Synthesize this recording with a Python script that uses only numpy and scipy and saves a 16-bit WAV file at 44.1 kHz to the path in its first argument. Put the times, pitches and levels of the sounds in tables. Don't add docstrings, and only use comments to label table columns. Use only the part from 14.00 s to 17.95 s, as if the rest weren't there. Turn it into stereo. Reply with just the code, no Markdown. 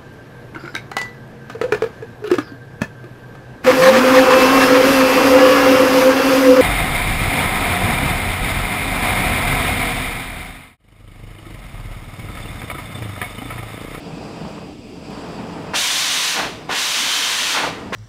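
import sys
import numpy as np
from scipy import signal
from scipy.fft import rfft, irfft, next_fast_len
from scipy.io import wavfile
from scipy.ndimage import uniform_filter1d

SR = 44100
rng = np.random.default_rng(int(sys.argv[2]) if len(sys.argv) > 2 else 0)


def inscribe(sig):
    pcm = np.round(np.clip(np.atleast_2d(sig).T, -1, 1) * 32767)
    wavfile.write(sys.argv[1], SR, pcm.astype(np.int16))


def invert_db(x):
    u = np.asarray(x, float) / 20
    return 10 ** u


N = 174195
ROAR_MEAN_DB = -32.5


def rms_one(x):
    return x / np.sqrt(np.mean(x ** 2) + 1e-20)


def in_time(rows):
    s, *columns = np.transpose(rows)
    return [np.interp(np.arange(N) / SR, s, c) for c in columns]


def drift(rate_hz, step=1):
    thin = 40
    r = np.exp(-2 * np.pi * rate_hz * thin / SR)
    slow = signal.lfilter([1], [1, -2 * r, r * r], rng.standard_normal(N // thin + 2002))[2000:]
    return np.interp(np.arange(0, N, step) / thin, np.arange(len(slow)), rms_one(slow))


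def resonance(x, hz, width_hz):
    r = np.exp(-np.pi * width_hz / SR)
    poles = [1, -2 * r * np.cos(2 * np.pi * hz / SR), r * r]
    return signal.lfilter(np.array([1, 0, -1]) * (1 - r * r) / 2, poles, x)


def lift(x, peaks):
    for hz, width_hz, db in peaks:
        x = x + (invert_db(db) - 1) * resonance(x, hz, width_hz)
    return x


def filtered(x, order, hz, kind):
    return signal.sosfilt(signal.butter(order, hz, kind, fs=SR, output="sos"), x)


def turbulence(spectrum, octaves, shared_db, own_db, rate):
    hz, db = np.transpose(spectrum)
    edges = hz[0] * 2 ** np.arange(0, np.log2(hz[-1] / hz[0]) + 1 / 3, 1 / 3)
    pitch = np.r_[np.log2(hz), np.log2(hz[-1]) + 4]
    pitch_db = np.r_[db, db[-1] - 45]
    white = rng.standard_normal((2, N))
    together = drift(rate, step=20)
    slide = (octaves + np.zeros(N))[::20]
    out, power = 0, 0
    for k, (low, high) in enumerate(zip(edges, edges[1:])):
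        band = filtered(white[k % 2], 2, [low, min(high, .45 * SR)], "band")
        centre = np.log2(low * high) / 2
        flicker_db = shared_db * together + own_db * drift(rate, step=20)
        gain = invert_db(np.interp(centre - slide, pitch, pitch_db) + flicker_db)
        out = out + band * np.interp(np.arange(N) / 20, np.arange(len(gain)), gain)
        power += invert_db(2 * np.interp(centre, pitch, pitch_db)) * (high - low) * 2 / SR
    return out / np.sqrt(power)


def lever():
    # time in seconds, level in dB, gas speed in octaves below full.
    squeezes = [
        [(1.725, -53, -1.5), (1.742, -23.5, -1.1), (1.758, -17, -0.26), (1.79, -19, 0.16), (2.32, -20, 0.02),
         (2.39, -23, -0.32), (2.46, -27, -0.67), (2.52, -38.5, -0.44), (2.66, -48, -1.1)],
        [(2.684, -46.5, -1.5), (2.694, -23.5, -1.66), (2.72, -22, -0.6), (2.79, -20, 0.02),
         (3.53, -20.5, -0.11), (3.58, -21.5, -.5), (3.67, -26.5, -0.7), (3.72, -36.5, -0.7), (3.9, -44, -2)],
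        [(3.918, -76, -2.5), (3.928, -26.5, -1.46), (3.95, -21, -0.8)],
    ]
    level_db, octaves = in_time(np.concatenate(squeezes))
    level_db[:int(squeezes[0][0][0] * SR)] = -88
    return level_db, octaves


def jet(level_db, octaves):
    # frequency in Hz, density in dB per Hz.
    full_speed = [(71, -61), (120, -38), (332, -16.5), (1040, -6), (3050, -0.5), (6090, -5.5), (15500, -22)]
    # frequency in Hz, width in Hz, lift in dB.
    rings = [(1020, 115, 3.5), (2700, 67, -0.5), (3070, 350, 1.5), (3750, 240, 3), (4350, 84, 1),
             (6030, 200, 4.5), (9160, 330, 2.5), (12800, 620, 4)]
    hiss = turbulence(full_speed, octaves, shared_db=0.5, own_db=-0.12, rate=5.1)
    hiss = filtered(lift(hiss, rings), 3, 194, "high")
    return invert_db(level_db) * 2 ** (-octaves / 2) * hiss


def tears():
    # start in seconds, length in seconds, level in dB, octaves fallen by the end.
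    flutters = [
        (1.733, 0.019, -23.5, -0.23),
        (2.34, 0.13, -24.5, -0.78),
        (2.708, 0.02, -27, -0.096),
        (3.542, 0.132, -25, -0.66),
        (3.919, .05, -30.5, -0.085),
    ]
    # frequency in Hz, density in dB per Hz.
    flutter_spectrum = [(120, -21), (250, -3), (500, -8), (900, -1), (1700, -4.5), (2500, -21), (3200, -40)]
    rise_s, t60_s = .008, .2
    t, gain, octaves = np.arange(N) / SR, np.zeros(N), np.zeros(N)
    for s, length, db, fall in flutters:
        dying_db = -60 * np.maximum(t - s - length, 0) / t60_s
        gain += np.clip((t - s) / rise_s, 0, 1) * invert_db(db + dying_db)
        octaves[t >= s] = fall * np.clip((t[t >= s] - s) / length, 0, 1.2) ** 4
    return gain * turbulence(flutter_spectrum, octaves, shared_db=3.5, own_db=-0.5, rate=16)


def pops():
    # start in seconds, peak in dB, pitch in Hz.
    bursts = [
        (0.45, -21.5, 585),
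        (.58, -26, 690),
        (1.736, -17, 680),
        (2.693, -12, 600),
        (3.923, -10, 450),
    ]
    t60_s = 0.032
    out, t = np.zeros(N + SR), np.arange(SR // 10) / SR
    for s, db, hz in bursts:
        puff = invert_db(-60 * t / t60_s) * rng.standard_normal(len(t))
        rung = resonance(resonance(puff, hz, 0.96 * hz), hz, 1.2 * hz)
        out[int(s * SR):int(s * SR) + len(t)] += invert_db(db + 11) * rung
    return out[:N]


def whistles():
    # start in seconds, length in seconds, first pitch in Hz, last pitch in Hz, level in dB.
    glides = [
        (1.776, 0.069, 2600, 4100, -30),
        (1.872, 0.085, 3300, 3580, -33),
        (2.95, .4, 2940, 3130, -31),
    ]
    width_hz = 30
    out, t = np.zeros(N), np.arange(N) / SR
    for s, length, a_hz, b_hz, db in glides:
        u = np.clip((t - s) / length, 0, 1)
        glide_hz = a_hz + (b_hz - a_hz) * np.sin(u * np.pi / 2)
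        phase = 2 * np.pi * np.cumsum(glide_hz) / SR
        tone = drift(width_hz) * np.sin(phase) + drift(width_hz) * np.cos(phase)
        out += invert_db(db) * np.sin(np.pi * u) * tone
    return out


def flame_level():
    # time in seconds, level in dB.
    flame_course = [(0, -35.5), (.16, -34), (.45, -33.5), (.6, -35.5), (.72, -37.5), (.75, -42), (.95, -38.5),
                    (1.09, -36), (1.13, -32.5), (1.72, -32),
                    (2.6, -36.5), (3.0, -36.5), (3.8, -34.5), (3.95, -34)]
    return in_time(np.array(flame_course))[0]


def ducking(jet_db):
    strength = np.clip((jet_db + 27.5) / 6, 0, 1)
    return 12.5 * uniform_filter1d(strength, size=int(.05 * SR))


def flame_roar(db, duck_db):
    # frequency in Hz, density in dB per Hz.
    roar_spectrum = [(25, -24), (60, -3), (130, -3.5), (200, 1.5), (280, -5), (900, -8), (1100, -12),
                     (4000, -34.5)]
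    # frequency in Hz, width in Hz, lift in dB.
    hollows = [(199, 38, 3.5), (295, 16, 4.5), (440.6, 11, 9.5), (643, 10, 4), (835, 10, 1.5),
               (1047, 17, 0), (1310, 42, 2.5)]
    octaves = 0.079 * (db - ROAR_MEAN_DB)
    roar = turbulence(roar_spectrum, octaves, shared_db=0.5, own_db=-1.0, rate=33)
    return invert_db(db - duck_db) * lift(roar, hollows)


def preheat_hiss(db):
    # frequency in Hz, density in dB per Hz.
    hole_spectrum = [(880, -42), (1500, -8.5), (2620, 2.5), (3690, -6.5), (5000, -5.5), (5670, -12.5),
                     (7840, -15.5), (15500, -25)]
    # frequency in Hz, width in Hz, lift in dB.
    pipe_modes = [(2536, 49, 3.5), (2790, 31, 5), (3550, 21, 2), (4600, 31, 9.5), (4830, 33, 9.5),
                  (5034, 37, 10), (7700, 400, 9.5)]
    # time in seconds, gain in dB.
    tip_angle = [(0, 1), (.56, 1.7), (.62, -0.5), (1.02, -0.5), (1.06, 2), (1.7, 0.4), (2.6, -2.5),
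                 (3.9, -1)]
    hiss = lift(turbulence(hole_spectrum, 0, shared_db=-0.07, own_db=1.0, rate=17), pipe_modes)
    hiss = filtered(hiss, 4, 1920, "high")
    follow_db = 0.38 * (db - ROAR_MEAN_DB)
    return invert_db(-47.5 + in_time(tip_angle)[0] + follow_db) * hiss


def walls(x):
    t60_s, wet_db = 0.49, -12.5
    t = np.arange(int(.6 * SR)) / SR
    dull = signal.lfilter([.5], [1, -.5], rng.standard_normal(len(t)))
    echoes = dull * invert_db(-60 * t / t60_s) * (t > .004)
    echoes = echoes / np.sqrt(np.sum(echoes ** 2))
    return x + invert_db(wet_db) * signal.fftconvolve(x, echoes)[:N]


def buffeting(level_db):
    buffet = rms_one(filtered(rng.standard_normal(N), 2, [40, 1060], "band"))
    return invert_db(-33.5 + level_db) * buffet


def sparks():
    # start in seconds, level in dB.
    snaps = [
        (1.105, -46),
    ]
    out, t = np.zeros(N), np.arange(N) / SR
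    for s, db in snaps:
        decay = (t >= s) * invert_db(-60 * np.maximum(t - s, 0) / .012)
        out += invert_db(db) * decay * np.diff(rng.standard_normal(N + 1))
    return out


def rumble(duck_db):
    # frequency in Hz, density in dB per Hz.
    rumble_spectrum = [(15, -45), (25, -14), (199, -7.5), (266, 0), (338, -9.5), (394, -17), (1500, -51),
                       (1950, -75), (3300, -120)]
    noise = turbulence(rumble_spectrum, 0, shared_db=2.5, own_db=3.0, rate=6.5)
    return invert_db(-41.5 - 0.41 * duck_db) * noise


def scatter(x):
    cells = signal.stft(x, nperseg=256)[2]
    turned = cells * np.exp(2j * np.pi * rng.random(cells.shape))
    return 1.4 * signal.istft(turned, nperseg=256)[1][:N]


def scene():
    level_db, octaves = lever()
    fire_db, duck_db = flame_level(), ducking(level_db)
    torch = jet(level_db, octaves) + tears() + pops() + whistles()
    torch = torch + flame_roar(fire_db, duck_db) + preheat_hiss(fire_db)
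    mid = walls(torch) + sparks() + rumble(duck_db)
    faint = invert_db(-19 + 1.9 * drift(23)) * scatter(np.gradient(mid))
    side = buffeting(level_db) + faint
    return np.array([mid + side, mid - side])


def roll_off(x):
    return signal.sosfilt(signal.butter(12, 15690, fs=SR, output="sos"), x)


def record(dry):
    clip_top, split_hz, cutoff_hz = .6, 11150, 15780
    size = next_fast_len(N + SR)
    hz = np.fft.rfftfreq(size, 1 / SR)
    both = rfft(clip_top * np.tanh(dry / clip_top), size) * (hz < cutoff_hz)
    share = np.clip((hz - split_hz) / 400 + .5, 0, 1)
    low = irfft(both * (1 - share), size)[:, :N]
    high = irfft(both * share, size)[:, :N]
    left = invert_db(-4.5) * (scatter(high[0]) + 0.17 * high[0])
    right = invert_db(2) * high[1]
    return roll_off(low + np.array([left, right]))


dry = scene()
out = record(dry)
inscribe(out)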